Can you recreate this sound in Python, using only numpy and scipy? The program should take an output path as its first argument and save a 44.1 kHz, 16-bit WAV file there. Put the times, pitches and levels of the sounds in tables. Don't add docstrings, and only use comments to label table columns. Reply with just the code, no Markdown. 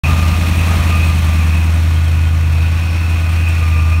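import sys
import numpy as np
from scipy import signal
from scipy.fft import rfft, irfft
from scipy.io import wavfile

SR = 44100
rng = np.random.default_rng(int(sys.argv[2]) if len(sys.argv) > 2 else 0)


def generate_wav(signal):
    frames = np.transpose(np.atleast_2d(signal))
    scaled = np.clip(frames, -1, 1) * 32767
    pcm = np.round(scaled).astype(np.int16)
    wavfile.write(sys.argv[1], SR, pcm)


N = 176400
T = np.arange(N) / SR
HZ = np.fft.rfftfreq(N, 1 / SR)


def amp(db):
    return 10 ** (np.asarray(db) / 20)


def unit(x):
    return x / np.sqrt(np.mean(x ** 2) + 1e-20)


def curve(table, column=1):
    table = np.asarray(table)
    return np.interp(T, table[:, 0], table[:, column])


def colour(x, points):
    hz, db = np.transpose(points)
    return irfft(rfft(x) * amp(np.interp(np.log(HZ + 1), np.log(hz), db)), N)


def band(x, low_hz, high_hz):
    return irfft(rfft(x) * ((HZ >= low_hz) & (HZ < high_hz)), N)


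def drift(rate_hz):
    return unit(irfft(rfft(rng.standard_normal(N)) * (HZ > 0) / (1 + (HZ / rate_hz) ** 4), N))


def tone(turns, rough, rough_hz):
    waver = 1 + rough * (drift(rough_hz) + 1j * drift(rough_hz)) / np.sqrt(2)
    return np.sqrt(2 / (1 + rough ** 2)) * (waver * np.exp(2j * np.pi * turns)).real


def rubbed(hz, width_hz):
    detuning = (HZ - hz) / width_hz
    return unit(irfft(rfft(rng.standard_normal(N)) / (1 + 1j * detuning) ** 2, N))


# pitch in Hz, width in Hz, relative level in dB.
RING_MODES = [(5454, 150, -0.5), (4430, 60, -5)]
# time in seconds, level in dB.
RING_LEVEL = [(0, -47), (1.5, -52), (2.35, -53), (2.6, -50), (2.95, -45.5), (3.3, -50.5), (3.7, -48),
              (4, -49)]


def running_gear():
    return amp(curve(RING_LEVEL)) * sum(amp(db) * rubbed(hz, width) for hz, width, db in RING_MODES)


# place in the cycle from 0 to 1, relative level in dB,
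# decay time in units of 1.5 ms.
LOOSE_VALVES = [(.905, 0, 3.2), (.865, -8, 3.3), (0.1, -3.5, 4), (0.3, -8, 4), (.27, -14, 4)]
# start in seconds, level in dB above a usual tick.
CLACKS = [(1.739, 6), (3.097, 2), (3.486, 10)]
# frequency in Hz, gain in dB.
TICK_SPECTRUM = [(1000, 4), (3500, -18), (6000, -23), (7700, -6), (8500, 8), (9400, -4), (10400, -11),
                 (11500, -7), (13500, -14), (16000, -6)]
# time in seconds, level in dB.
TICK_LEVEL = [(0, -50), (.8, -42.5), (1.6, -48), (2.1, -50), (2.7, -51), (3.2, -47), (4, -51)]


def valves(cycles):
    jitter_s, spread_db, clack_decay_s = 0.0006, 2.5, 0.0026
    envelope = np.zeros(N)
    t = np.arange(0, 0.04, 1 / SR)
    for place, db, decay in LOOSE_VALVES:
        starts = np.interp(np.arange(int(cycles[-1]) + 1) + place, cycles, T)
        for start, (late, loud) in zip(starts, rng.standard_normal((64, 2))):
            tick = amp(db + spread_db * loud) * np.exp(-t / (decay * 0.0015))
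            onset = max(round((start + jitter_s * late) * SR), 0)
            span = envelope[onset:onset + len(t)]
            span += tick[:len(span)]
    for start, db in CLACKS:
        envelope[round(start * SR):][:len(t)] += amp(db) * np.exp(-t / clack_decay_s)
    ticks = colour(envelope * rng.standard_normal(N), TICK_SPECTRUM)
    return amp(curve(TICK_LEVEL)) * unit(ticks)


# time in seconds, level in dB.
PUMP_LEVEL = [(0, -40), (.125, -26), (.175, -36), (.23, -28), (.36, -37), (.68, -41), (.8, -32), (.89, -44),
              (.925, -25.5), (1.04, -39), (1.1, -31.5), (1.2, -40.5), (1.4, -32.5), (1.5, -45.5),
              (2.8, -50), (3.15, -42), (3.595, -43), (3.63, -31), (3.8, -33), (4, -33.5)]
# time in seconds, level in dB.
ALTERNATOR_LEVEL = [(0, -54), (1.75, -46), (1.95, -42), (2.4, -42), (2.55, -48), (2.7, -40.5),
                    (3.05, -42.5), (3.3, -44.5), (4, -45)]
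# multiple of the cycle rate, level in dB.
PULLEY_TONES = [(47.13, -49), (107.2, -49.5), (94.8, -48)]


def accessories(cycles):
    pump_order, alternator_order = 117.8, 142.5
    pump = tone(pump_order * cycles, rough=0.33, rough_hz=25)
    pump += amp(-5.5) * tone(2 * pump_order * cycles, rough=0.68, rough_hz=30)
    alternator = tone(alternator_order * cycles, rough=0.36, rough_hz=19)
    pulleys = sum(amp(db) * tone(order * cycles, rough=0.9, rough_hz=13) for order, db in PULLEY_TONES)
    return amp(curve(PUMP_LEVEL)) * pump + amp(curve(ALTERNATOR_LEVEL)) * alternator + pulleys


# pitch in Hz, width in Hz, relative level in dB.
PULLEY_MODES = [(2513, 40, 3), (2437, 81, -4), (2660, 116, 0)]
# time in seconds, level in dB.
CHIRR_LEVEL = [(0, -22.5), (0.15, -30.5), (0.45, -31.5), (0.62, -27), (0.8, -39), (0.92, -25),
               (1.05, -27.5), (1.25, -36.5), (1.42, -30.5), (1.65, -35.5), (1.88, -42.5), (2.15, -34),
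               (2.38, -42), (2.52, -36), (2.8, -32.5), (3.05, -33.5), (3.3, -31.5), (3.5, -28.5),
               (3.8, -32), (4, -34.5)]


def belt_chirr():
    ringing = sum(amp(db) * rubbed(hz, width) for hz, width, db in PULLEY_MODES)
    flutter = amp(1.5 * drift(rate_hz=35))
    return amp(curve(CHIRR_LEVEL)) * unit(ringing * flutter)


# time of the peak in seconds, pitch in Hz,
# level in dB, half length in seconds.
SQUEAKS = [(1.566, 2540, -28, .025), (1.96, 3190, -36, .02), (2.069, 3195, -36, .02),
           (2.278, 3130, -38, .025), (2.978, 2545, -28, .012), (3.055, 2590, -29, 0.014),
           (3.474, 2489, -30, 0.017), (3.938, 2518, -26, 0.02)]


def belt_squeaks():
    return sum(amp(db) * np.exp(-((T - peak_s) / half_s) ** 2) * rubbed(hz, width_hz=51)
               for peak_s, hz, db, half_s in SQUEAKS)


# frequency in Hz, relative level in dB.
AIR_SPECTRUM = [(20, -17), (35, -10), (60, 17.5), (170, 2.5), (300, 2), (390, -5), (500, -2), (650, 2),
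                (900, -1.5), (1150, 2), (1600, -3.5), (2200, -1), (2900, -4.5), (3300, -5.5), (4400, -8.5),
                (4900, -14.5), (5500, -11.5), (6800, -13.5), (7700, -17), (8700, -14.5), (10400, -20),
                (11300, -17.5), (13000, -19.5), (16000, -21)]
# time in seconds, then relative levels in dB
AIR_LEVELS = [(0, -27, -31.5, -33.5, -35.5), (0.35, -31.0, -33.0, -34.0, -36.5),
              (0.75, -29, -31.5, -33.5, -35.5), (1.1, -32, -34.5, -34.5, -37.5),
              (1.5, -34, -33.5, -37.5, -38.5), (1.9, -36, -36.5, -38.5, -41.0),
              (2.35, -37.0, -38, -41, -43.0), (2.8, -36.0, -36.5, -38.5, -42.5),
              (3.2, -34.5, -36, -39.0, -41.5), (3.55, -36.5, -34.5, -38.5, -41.0),
              (4, -37.0, -39, -42.5, -43.0)]


def fan(cycles):
    air = colour(rng.standard_normal(N), AIR_SPECTRUM)
    # band in Hz, the part of it scaled to rms 1 in Hz, trim in dB.
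    registers = [((0, 1400), (400, 1100), -1), ((1400, 2700), (1550, 2300), -0.37),
                 ((2700, 5200), (3000, 5000), -0.47), ((5200, SR), (6000, 15000), -1)]
    rush = np.zeros(N)
    for column, (edges, core, trim_db) in enumerate(registers, start=1):
        register = band(air, *edges) / band(air, *core).std()
        rush += register * amp(trim_db + curve(AIR_LEVELS, column))
    pulsing = 1 + 0.045 * np.cos(2 * np.pi * len(CYLINDERS) * cycles)
    flutter = amp(0.85 * drift(rate_hz=58.6))
    return rush * pulsing * flutter


CYLINDERS = [-0.5, 0.5, 3, 1, -2, 0, 2.5, 2]
# time in seconds, level in dB.
FIRING_LEVEL = [(0.1, -13), (0.28, -11.5), (0.4, -13.5), (1.09, -11), (1.13, -12), (1.55, -11),
                (2.64, -11.5), (2.87, -14.5), (3.12, -12.5), (3.56, -12.5), (3.77, -10.5), (3.95, -11)]
# time in seconds, relative level in dB.
HUM_LEVEL = [(0.1, -21), (0.18, -27), (0.36, -32), (1.25, -23.5), (1.47, -61), (1.94, -27.5), (2.59, -24),
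             (3.1, -42), (3.79, -23), (3.95, -36)]
# order (multiple of the cycle rate),
# level in dB in front of the bumper, level in dB over the engine bay.
EXHAUST_ORDERS = [(3, -61, -64), (4, -62, -67), (5, -29, -36), (6, -27, -42), (7, -48, -48), (9, -41, -51),
                  (10, -35, -33), (11, -36, -38.5), (12, -53, -64), (14, -55, -55), (15, -29.5, -34.5),
                  (16, -32.5, -37), (17, -36, -45), (18, -32, -45), (19, -39, -39.5), (20, -31.5, -48),
                  (21, -52, -58), (22, -46, -40.5), (24, -38.5, -45.5), (26, -75, -59), (27, -44, -52),
                  (28, -44.5, -45.5), (29, -43.5, -46.5), (30, -40.5, -43.5), (32, -52, -47.5),
                  (34, -46, -56)]
CHUG_DELAYS = [(15, .3), (17, .3), (18, 0.21), (19, -.1), (20, 0.02), (22, 0.03), (25, 0.39), (28, 0.03),
               (34, 0.01)]


def exhaust(cycles):
    move_from_s, move_to_s, chug_lag_s = 0.96, 1.47, 0.59
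    smear_far_rad, smear_near_rad = 0.4, 0.72
    count = len(CYLINDERS)
    cylinder_phase = np.angle(np.fft.fft(amp(CYLINDERS))) / (2 * np.pi)
    chug_phase = np.cumsum(np.interp(np.arange(count * count), *np.transpose(CHUG_DELAYS)))
    turns = cycles - 0.0894
    rumble = amp(curve(FIRING_LEVEL)) * tone(count * turns, rough=0.029, rough_hz=5.9)
    hum = tone(13 * turns + cylinder_phase[13 % count], rough=0.23, rough_hz=3)
    rumble += amp(curve(HUM_LEVEL) - 1) * hum
    for order, far_db, near_db in EXHAUST_ORDERS:
        k = round(order)
        chugs = k >= 15
        near = np.clip((T - move_from_s - chugs * chug_lag_s) / (move_to_s - move_from_s), 0, 1)
        smear_rad = (smear_far_rad + near * (smear_near_rad - smear_far_rad)) * rng.standard_normal()
        if chugs:
            phase = k * cycles - chug_phase[k] + smear_rad / (2 * np.pi)
        else:
            phase = k * turns + cylinder_phase[k % count]
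        rumble += amp(far_db + near * (near_db - far_db)) * tone(phase, rough=0.23, rough_hz=5.6)
    return rumble


# time in seconds, firings per second.
FIRING_RATE = [(0, 82.5), (0.25, 82), (0.7, 84.4), (1.1, 81.4), (1.5, 80.2), (1.75, 82), (2.1, 81.91),
               (2.6, 81.95), (2.85, 83.69), (3.2, 83), (3.55, 83.15), (3.8, 80.6), (4, 82.4)]


def scene():
    cycles = np.cumsum(curve(FIRING_RATE)) / SR / len(CYLINDERS)
    engine = exhaust(cycles) + fan(cycles) + accessories(cycles)
    engine += belt_chirr() + running_gear() + belt_squeaks() + valves(cycles)
    return engine[None]


def record(dry):
    opened = np.clip((T - 0.035) / 0.003, 0, 1)
    lowpass = signal.firwin(511, cutoff=15750, window=("kaiser", 9), fs=SR)
    return signal.oaconvolve(dry * opened, lowpass[None], "same")


dry = scene()
out = record(dry)
generate_wav(out)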